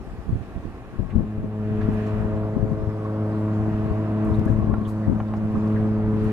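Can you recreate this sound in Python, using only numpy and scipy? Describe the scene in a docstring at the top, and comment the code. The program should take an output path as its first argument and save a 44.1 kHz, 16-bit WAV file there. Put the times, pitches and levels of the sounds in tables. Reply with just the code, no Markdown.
"""Across a harbour, a big ship sounds one long, deep horn blast with a roar of escaping air.
Echoes off the water and walls drift, so each tone in the blast swells and fades.
Wind puffs thump one microphone opening or the other, mostly the left. Water plops and splashes,
and something hollow is tapped three times. Behind it all, far engines drone and the water washes."""
import sys
import numpy as np
from scipy import signal
from scipy.fft import rfft, irfft, next_fast_len
from scipy.io import wavfile
from scipy.ndimage import uniform_filter1d, map_coordinates

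SR = 44100
rng = np.random.default_rng(int(sys.argv[2]) if len(sys.argv) > 2 else 0)


def wav_out(sig):
    """Save sig, one row per channel (or a flat mono array), as 16-bit PCM at SR to the path in sys.argv[1]."""
    wavfile.write(sys.argv[1], SR, np.round(np.clip(np.atleast_2d(sig).T, -1, 1) * 32767).astype(np.int16))


N = 278712
PAD = 4096  # spare samples, so short sounds fit at the ends


def horn():
    """A metal disc slams once a cycle; three shifting echoes strengthen or cancel each tone it makes."""
    # Each row: time in seconds, level in dB.
    loudness = [(1.2, -34.5), (1.5, -34.5), (1.72, -29.5), (1.95, -30), (2.15, -30.5), (2.4, -30),
                (2.65, -34.5), (2.95, -34.0), (3.2, -30), (3.6, -29), (3.95, -30.5), (4.28, -28.5),
                (4.5, -31.5), (4.8, -35), (5.08, -32.5), (5.25, -34.5), (5.45, -33.5), (5.68, -30),
                (6.0, -30), (6.32, -31.1)]
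    # Each row: time in seconds, pitch in Hz.
    tuning = [(1.1, 106.2), (1.75, 106.62), (2.4, 106.93), (3, 107.05), (4.25, 107.18), (5.5, 107.39),
              (6.32, 107.35)]
    # The level in dB of each of the seven tones, lowest first.
    tone_levels = [0.5, 0.44, -3.5, -2.5, -12.5, -14, -30]
    # How many dB louder each tone is on the left than on the right.
    tone_pans = [0.5, 0.5, 1.5, 0.9, 0.5, -0.5, -0.5]
    # Each row: time in seconds, extra path in metres of the echo off the heaving water.
    water_path = [(1.2, 2.92), (1.5, 2.86), (1.72, 2.93), (1.95, 2.9), (2.15, 2.84), (2.4, 2.79),
                  (2.65, 2.69), (2.95, 2.71), (3.2, 2.76), (3.6, 2.8), (3.95, 2.71), (4.28, 2.86),
                  (4.5, 2.82), (4.8, 2.88), (5.08, 2.84), (5.25, 2.85), (5.45, 2.91), (5.68, 2.97),
                  (6.0, 2.92), (6.32, 2.98)]
    # Each row: echo strength, extra path in metres, its change in metres a second as the ship moves.
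    walls = [(-.31, 3.444, -.221), (-.19, 2.628, -.329)]
    (level_db,), (pitch,), (detour,) = curves(loudness), curves(tuning), curves(water_path)
    t = np.arange(N) / SR
    phase = 2 * np.pi * np.cumsum(pitch) / SR
    echoes = [(0.56, detour)] + [(strength, metres + change * t) for strength, metres, change in walls]
    tones = np.zeros((2, N))
    for k, (db, pan) in enumerate(zip(tone_levels, tone_pans), start=1):
        paths = 1 + sum(gain * np.exp(-2j * np.pi * k * pitch * metres / 343) for gain, metres in echoes)
        late = 0.23 * (k - 1) ** 2  # the flared bell spreads the pulse
        drift = 0.085 * k * wobble(2.3) + 0.033 * k * wobble(22)  # swirling air shakes the tone
        flutter_db = (0.72 + 0.077 * k) * wobble(18)
        apart = 0.087 * k * wobble(3.6) - 0.028 * k  # phase between left and right
        wave = np.exp(1j * (k * phase + late + drift))
        tone = np.sqrt(2) * amp(level_db + db + flutter_db) * paths * wave
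        tones += np.real([tone * amp(side * pan / 2) * np.exp(.5j * side * apart) for side in (1, -1)])
    elapsed = t - 1.12  # seconds since the blast began
    air = escaping_air(level_db, phase)
    return np.clip(elapsed / 0.013, 0, 1) * tones + np.clip(elapsed / 1.06, 0, 1) * air


def escaping_air(horn_db, phase):
    """Air roars out through the horn's bell, pulsing once a cycle and partly following its swells."""
    # Each row: a pitch at which the bell rings in Hz, its width in Hz, level in dB.
    bell_rings = [(184, 104, 21.5), (580, 192, 11), (890, 110, 4), (1170, 120, -3.5), (1440, 75, -13.5),
                  (1900, 270, -18)]

    def bell(f):
        rings = sum(amp(db) * f * width / (hz * hz - f * f + 1j * f * width) for hz, width, db in bell_rings)
        return abs(rings) / (1 + (f / 1800) ** 3)

    pulse = 1 + 0.16 * np.cos(phase - 1)
    return amp(-36.5 + 0.73 * (horn_db - horn_db.mean())) * pulse * rush(bell, patchy_db=1)


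def wind():
    """Each puff pushes on one microphone opening and leaves swirling air; a lumpy rumble fills the gaps."""
    # Each row: time in seconds, side (-1 left, 1 right), level in dB, length in ms, brightness in dB.
    strong_puffs = [(0.137, 1, -26, 15, -3.5), (0.294, 1, -18.5, 48, 5.5), (0.331, -1, -15, 19, -7),
                    (0.33, 1, -23.5, 5, 6), (0.357, 1, -19, 31, -0.5), (0.411, 1, -26.5, 28, 1),
                    (0.563, 1, -20.5, 21, 2), (0.655, 1, -25, 45, 6.5), (0.996, -1, -13, 18.7, 8),
                    (1.026, -1, -20, 28, -1.5), (1.163, -1, -10, 35, 2), (1.196, -1, -15, 41, 8),
                    (1.387, -1, -20.5, 26, -3), (1.444, -1, -23, 31, 15), (1.708, -1, -23.5, 32, 10),
                    (1.792, -1, -23, 18, -1), (1.889, -1, -10.5, 9.3, 18), (2.136, -1, -23, 43, -9),
                    (2.166, -1, -25, 9.9, 2), (2.207, -1, -20.5, 39, -1), (2.25, -1, -19.5, 15, -9),
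                    (2.345, -1, -21, 39, -6.5), (2.569, -1, -15, 20, 15.5), (2.6, -1, -18, 17, -1),
                    (2.63, -1, -15, 20, 6), (2.643, -1, -16, 21, 13.5), (2.691, -1, -23, 12, 7),
                    (2.718, -1, -17.5, 26, 2), (2.822, -1, -21, 31, -1), (2.88, -1, -19.5, 30, -16),
                    (3.609, -1, -23.5, 24, -1), (3.681, -1, -22, 11, 10.5), (3.858, -1, -23, 58, 5),
                    (3.913, -1, -17, 23, 1.5), (4.258, -1, -21, 15, -4), (4.303, -1, -19, 65, 2.5),
                    (4.311, -1, -14.5, 15, -8), (4.388, -1, -11, 12, -6), (4.417, -1, -16.5, 13, 11),
                    (4.465, -1, -14.5, 20, 7), (4.503, -1, -14.5, 28, 10.5), (4.524, -1, -16.5, 27, -8.5),
                    (4.568, -1, -21.5, 53, 2.5), (4.59, -1, -17.5, 30, 4.5), (4.63, -1, -17.5, 21, 8),
                    (4.699, -1, -16, 54, 14.5), (4.732, -1, -12.5, 9.8, 0), (4.784, -1, -18.5, 19, 9),
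                    (4.818, -1, -22, 19, 18), (5.078, -1, -12, 6, 12.5), (5.099, -1, -13.5, 56, 7),
                    (5.216, -1, -20.5, 9.3, 0.5), (5.545, 1, -19.5, 7.6, 12), (5.573, 1, -19.5, 26, 7.5),
                    (6.17, -1, -22, 15, -17), (6.222, -1, -21.5, 22, 1), (6.266, -1, -13.5, 6.6, -4.5)]
    # The slow, deep part of a puff. Each row: frequency in Hz, level in dB.
    thud = [(8, -29.5), (25, 13.5), (60, 6), (110, 5.5), (200, -17.5), (400, -77)]
    # The fast, brighter part. Each row: frequency in Hz, level in dB.
    flap = [(60, -13), (130, -7), (200, -0.5), (300, -7), (500, -22), (800, -33), (1300, -43), (3000, -81)]
    out = np.zeros((2, N + 2 * PAD))
    for s, side, db, ms, bright_db in strong_puffs + small_puffs():
        colour = lambda f: amp(along(thud, f)) + amp(along(flap, f) + bright_db)
        puff = burst(ms, colour, channels=1, push=26.5)
        sides_db = [[0], [-22]] if side < 0 else [[-22], [0]]
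        add(out, amp(db) * puff * amp(sides_db), s)
    lumps = amp(2.0 * np.array([wobble(20), wobble(13)]))
    noise = rng.standard_normal((2, N))
    rumble = filtered(noise, lambda f: amp(along(thud, f)) + 1.7 * amp(along(flap, f)))
    return out[:, PAD:-PAD] + amp([[-43], [-45]]) * unit(lumps * rumble)


def small_puffs(gap_s=.05, typical_ms=22, right_share=.25):
    """The breeze scatters small puffs at random; gives rows like those of the strong puffs."""
    # Each row: time in seconds, puff level in dB.
    breeze = [(0, -27), (.4, -33), (.7, -46.5), (1.05, -26), (1.5, -39), (1.85, -18), (2.1, -35.5),
              (2.4, -26.5), (2.8, -28.5), (3, -46), (3.55, -37.5), (3.75, -26.5), (4.0, -32), (4.1, -43),
              (4.7, -23), (5.0, -36.5), (5.4, -26), (6.32, -25)]
    slots = np.arange(0, N / SR - gap_s, gap_s)
    when, side = rng.random((len(slots), 2)).T
    length, bright = rng.standard_normal((len(slots), 2)).T
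    s = slots + when * gap_s
    db = np.interp(s, *np.transpose(breeze))
    return list(zip(s, side - (1 - right_share), db, typical_ms * np.exp(.4 * length), 5 * bright))


def knocks():
    """Something hollow nearby is tapped; where the tap lands sets which of its tones ring."""
    # Each row: start in seconds, level in dB, treble tilt in dB per octave, boost near 1400 Hz in dB.
    taps = [(4.74, -22.5, -16, 9), (5.202, -19.5, -9, -3.5), (5.338, -21, -11, -9)]
    # Each row: pitch in Hz, level in dB, seconds to fade by 60 dB.
    hollow_tones = [(803, -1, 0.014), (1055, -7.5, .04), (1370, -9.5, 0.063), (1630, -11, 0.036),
                    (2320, -14, 0.041), (2940, -17.5, 0.043)]
    out, t = np.zeros(N + PAD), np.arange(PAD) / SR
    hz, level_db, fade_s = np.transpose(hollow_tones)[..., None]
    attack = 1 - np.exp(-t / 0.00033)
    for s, db, tilt_db, middle_db in taps:
        middle = np.exp(-(3 * np.log2(hz / 1400)) ** 2)
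        shape_db = level_db + tilt_db * np.log2(hz / 1000) + middle_db * middle
        ring = amp(shape_db - 60 * t / fade_s) * np.sin(2 * np.pi * hz * t)
        add(out, amp(db) * attack * ring.sum(axis=0), s)
    return out[:N]


def splashes():
    """Each slap of water is a short swell of noise: a narrow band plops, a wide one hisses."""
    # Each row: time in seconds, level in dB, length in ms, centre in Hz, width in octaves.
    slaps = [(.43, -57, 15, 2200, 0.42), (1.105, -48, 18, 1850, 0.43), (1.163, -57, 1.8, 4880, 0.69),
             (1.813, -39.5, 12, 1610, 0.28), (1.819, -56, 20, 2780, 0.59), (1.93, -64, 23, 7800, 1.3),
             (2.07, -59, 26, 3470, 0.86), (4.249, -59, 10, 9100, 0.99), (4.285, -66, 61, 7830, .8),
             (4.342, -56, 17, 3800, 0.14), (4.35, -63, 25, 7100, 1), (4.454, -57, 6.9, 8060, 0.83),
             (4.48, -41, 16, 1640, 0.083), (4.489, -63, 44, 4980, 0.91), (4.856, -50.5, 15, 3280, 0.16),
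             (4.888, -52, 31, 10050, 3.4), (5.04, -47.5, 19, 1840, .1), (5.203, -56, 4.5, 2190, 0.62),
             (5.28, -61.5, 13, 3500, 0.42), (5.339, -56, 4, 3000, 0.68), (5.37, -62, 15, 5380, 0.37),
             (5.519, -68, 10, 10040, .4), (5.557, -35.5, 8.7, 1090, 0.19), (5.676, -59.5, 7.6, 4820, 0.42),
             (5.765, -39, 12, 1730, 0.16), (6.241, -61, 18, 8000, 1.2)]
    out = np.zeros((2, N + 2 * PAD))
    for s, db, ms, hz, octaves in slaps:
        band = lambda f: np.exp(-(np.log2((f + 1) / hz) / octaves) ** 2 / 2)
        mid, side = burst(ms, band, channels=2)
        add(out, amp(db) * (0.76 * mid + .4 * side * [[1], [-1]]), s)
    return out[:, PAD:-PAD]


def harbour():
    """Far engines and cranes drone and hum; the water's wash and fizz swell slowly."""
    # Each row: time in seconds, then the levels of wash, fizz and hum in dB.
    swells = [(0, -56.5, -66, -62), (.8, -54.5, -67.5, -53), (1.5, -57, -72, -62), (1.8, -48.5, -69.5, -56),
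              (2.1, -47, -67, -47), (2.5, -60.5, -66.5, -57), (3.0, -61.5, -66.5, -48.5),
              (3.3, -64, -63.5, -47.5), (3.75, -52, -65, -50), (4.4, -51.5, -67.5, -49),
              (4.8, -60, -65.5, -45.5), (5.3, -57.5, -65.5, -52.5), (5.7, -51, -65.5, -44.5),
              (6.05, -58, -65, -60.5), (6.32, -44.5, -62, -63)]
    # The tone colours of three noises. Each row: frequency in Hz, level in dB.
    drone_colour = [(15, -2.5), (60, 7.5), (140, -1), (380, -1.5), (480, -6.5), (600, -9.5), (700, -6.5),
                    (850, -10.5), (1000, -15.5), (1150, -15), (1900, -27), (2250, -30.5), (2650, -38.5),
                    (3300, -36.5), (6000, -48)]
    wash_colour = [(700, -15.5), (1300, -2.5), (1800, -1.5), (2200, -9.5), (2450, -6), (2800, -9.5),
                   (3300, -17.5), (5000, -26), (9000, -34.5)]
    fizz_colour = [(1500, -20.5), (3500, 4.5), (5000, 1.5), (8000, -4), (14000, -9.5)]
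    wash_db, fizz_db, hum_db = curves(swells)
    drone = amp(-40) * rush(lambda f: amp(along(drone_colour, f)), patchy_db=.8)
    hum_band = lambda f: 1 / (1 + ((f - 1090) / 70) ** 2)
    hum = amp(hum_db + 2.0 * wobble(7.8)) * rush(hum_band, patchy_db=2.5)
    wash = amp(wash_db + .8 * wobble(12)) * rush(lambda f: amp(along(wash_colour, f)), patchy_db=.8)
    fizz = amp(fizz_db + .7 * wobble(6.3)) * rush(lambda f: amp(along(fizz_colour, f)), patchy_db=2.5)
    return drone + hum + wash + fizz


def rush(colour, patchy_db, lag_samples=5):
    """Far stereo noise with random louder patches, a little late and soft on the left."""
    # Each row: frequency in Hz, how alike left and right are (1 means the same).
    likeness = [(60, .85), (300, 1), (520, 1), (900, 0.91), (1500, 0.79), (2600, 0.11), (8000, 0.17)]
    spectrum = signal.stft(rng.standard_normal((2, N)), nperseg=512)[2]
    patches = rng.standard_normal(spectrum.shape[1:])
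    patches = uniform_filter1d(uniform_filter1d(patches, 6, axis=0), 10, axis=1)
    pair = signal.istft(spectrum * amp(patchy_db * unit(patches)), nperseg=512)[1][:, :N]
    spread = lambda hz: np.arccos(np.clip(along(likeness, hz), -1, 1)) / 2
    mid, side = filtered(pair, lambda hz: colour(hz) * [np.cos(spread(hz)), np.sin(spread(hz))])
    return unit(np.array([amp(-0.76) * np.roll(mid + side, lag_samples), mid - side]))


def burst(ms, colour, channels, push=0):
    """A swell of noise that rises faster than it falls; push adds one sharp kick at its top."""
    t = np.arange(-PAD, PAD) / SR
    swell = np.exp(-(np.where(t < 0, 2200, 900) * t / ms) ** 2)
    drive = rng.standard_normal((channels, len(t)))
    drive[:, PAD] = push * np.sign(drive[:, 0] + 0.82)
    x = swell * filtered(drive, colour)
    return x * np.linalg.norm(swell) / np.linalg.norm(x, axis=1, keepdims=True)


def amp(db):
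    """Turns decibels into a gain."""
    return 10 ** (np.asarray(db) / 20)


def unit(x):
    """Scales a sound to an average power of 1."""
    return x / np.sqrt(np.mean(x ** 2) + 1e-20)


def along(points, hz):
    """Reads between (Hz, value) points, with octaves evenly spaced."""
    f, v = np.transpose(points)
    return np.interp(np.log(hz + 1), np.log(f + 1), v)


def curves(rows):
    """One value per sample for each column after the time."""
    s, *cols = np.transpose(rows)
    return [np.interp(np.arange(N) / SR, s, c) for c in cols]


def wobble(rate):
    """A smooth curve through `rate` random points a second."""
    return map_coordinates(rng.standard_normal(int(N * rate / SR) + 4), [np.arange(N) * rate / SR])


def filtered(x, response):
    """Scales each frequency in x by response(Hz)."""
    m = next_fast_len(x.shape[-1] + 2 * PAD)
    return irfft(rfft(x, m) * response(np.fft.rfftfreq(m, 1 / SR)), m)[..., :x.shape[-1]]


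def add(track, x, s):
    """Mixes a short sound into a track, starting at s seconds."""
    track[..., round(s * SR):][..., :x.shape[-1]] += x


def scene():
    """All the harbour's sounds together, in stereo."""
    return horn() + wind() + knocks() + splashes() + harbour()


def record(dry):
    """The deepest bass is dropped, the hardest puffs are rounded off, and the highest treble is cut."""
    x = filtered(dry, lambda hz: hz ** 2 / (hz ** 2 + 22 ** 2))
    x = x / (1 + abs(x / .68) ** 6) ** (1 / 6)
    return filtered(x, lambda hz: hz < 13500)


dry = scene()
out = record(dry)
wav_out(out)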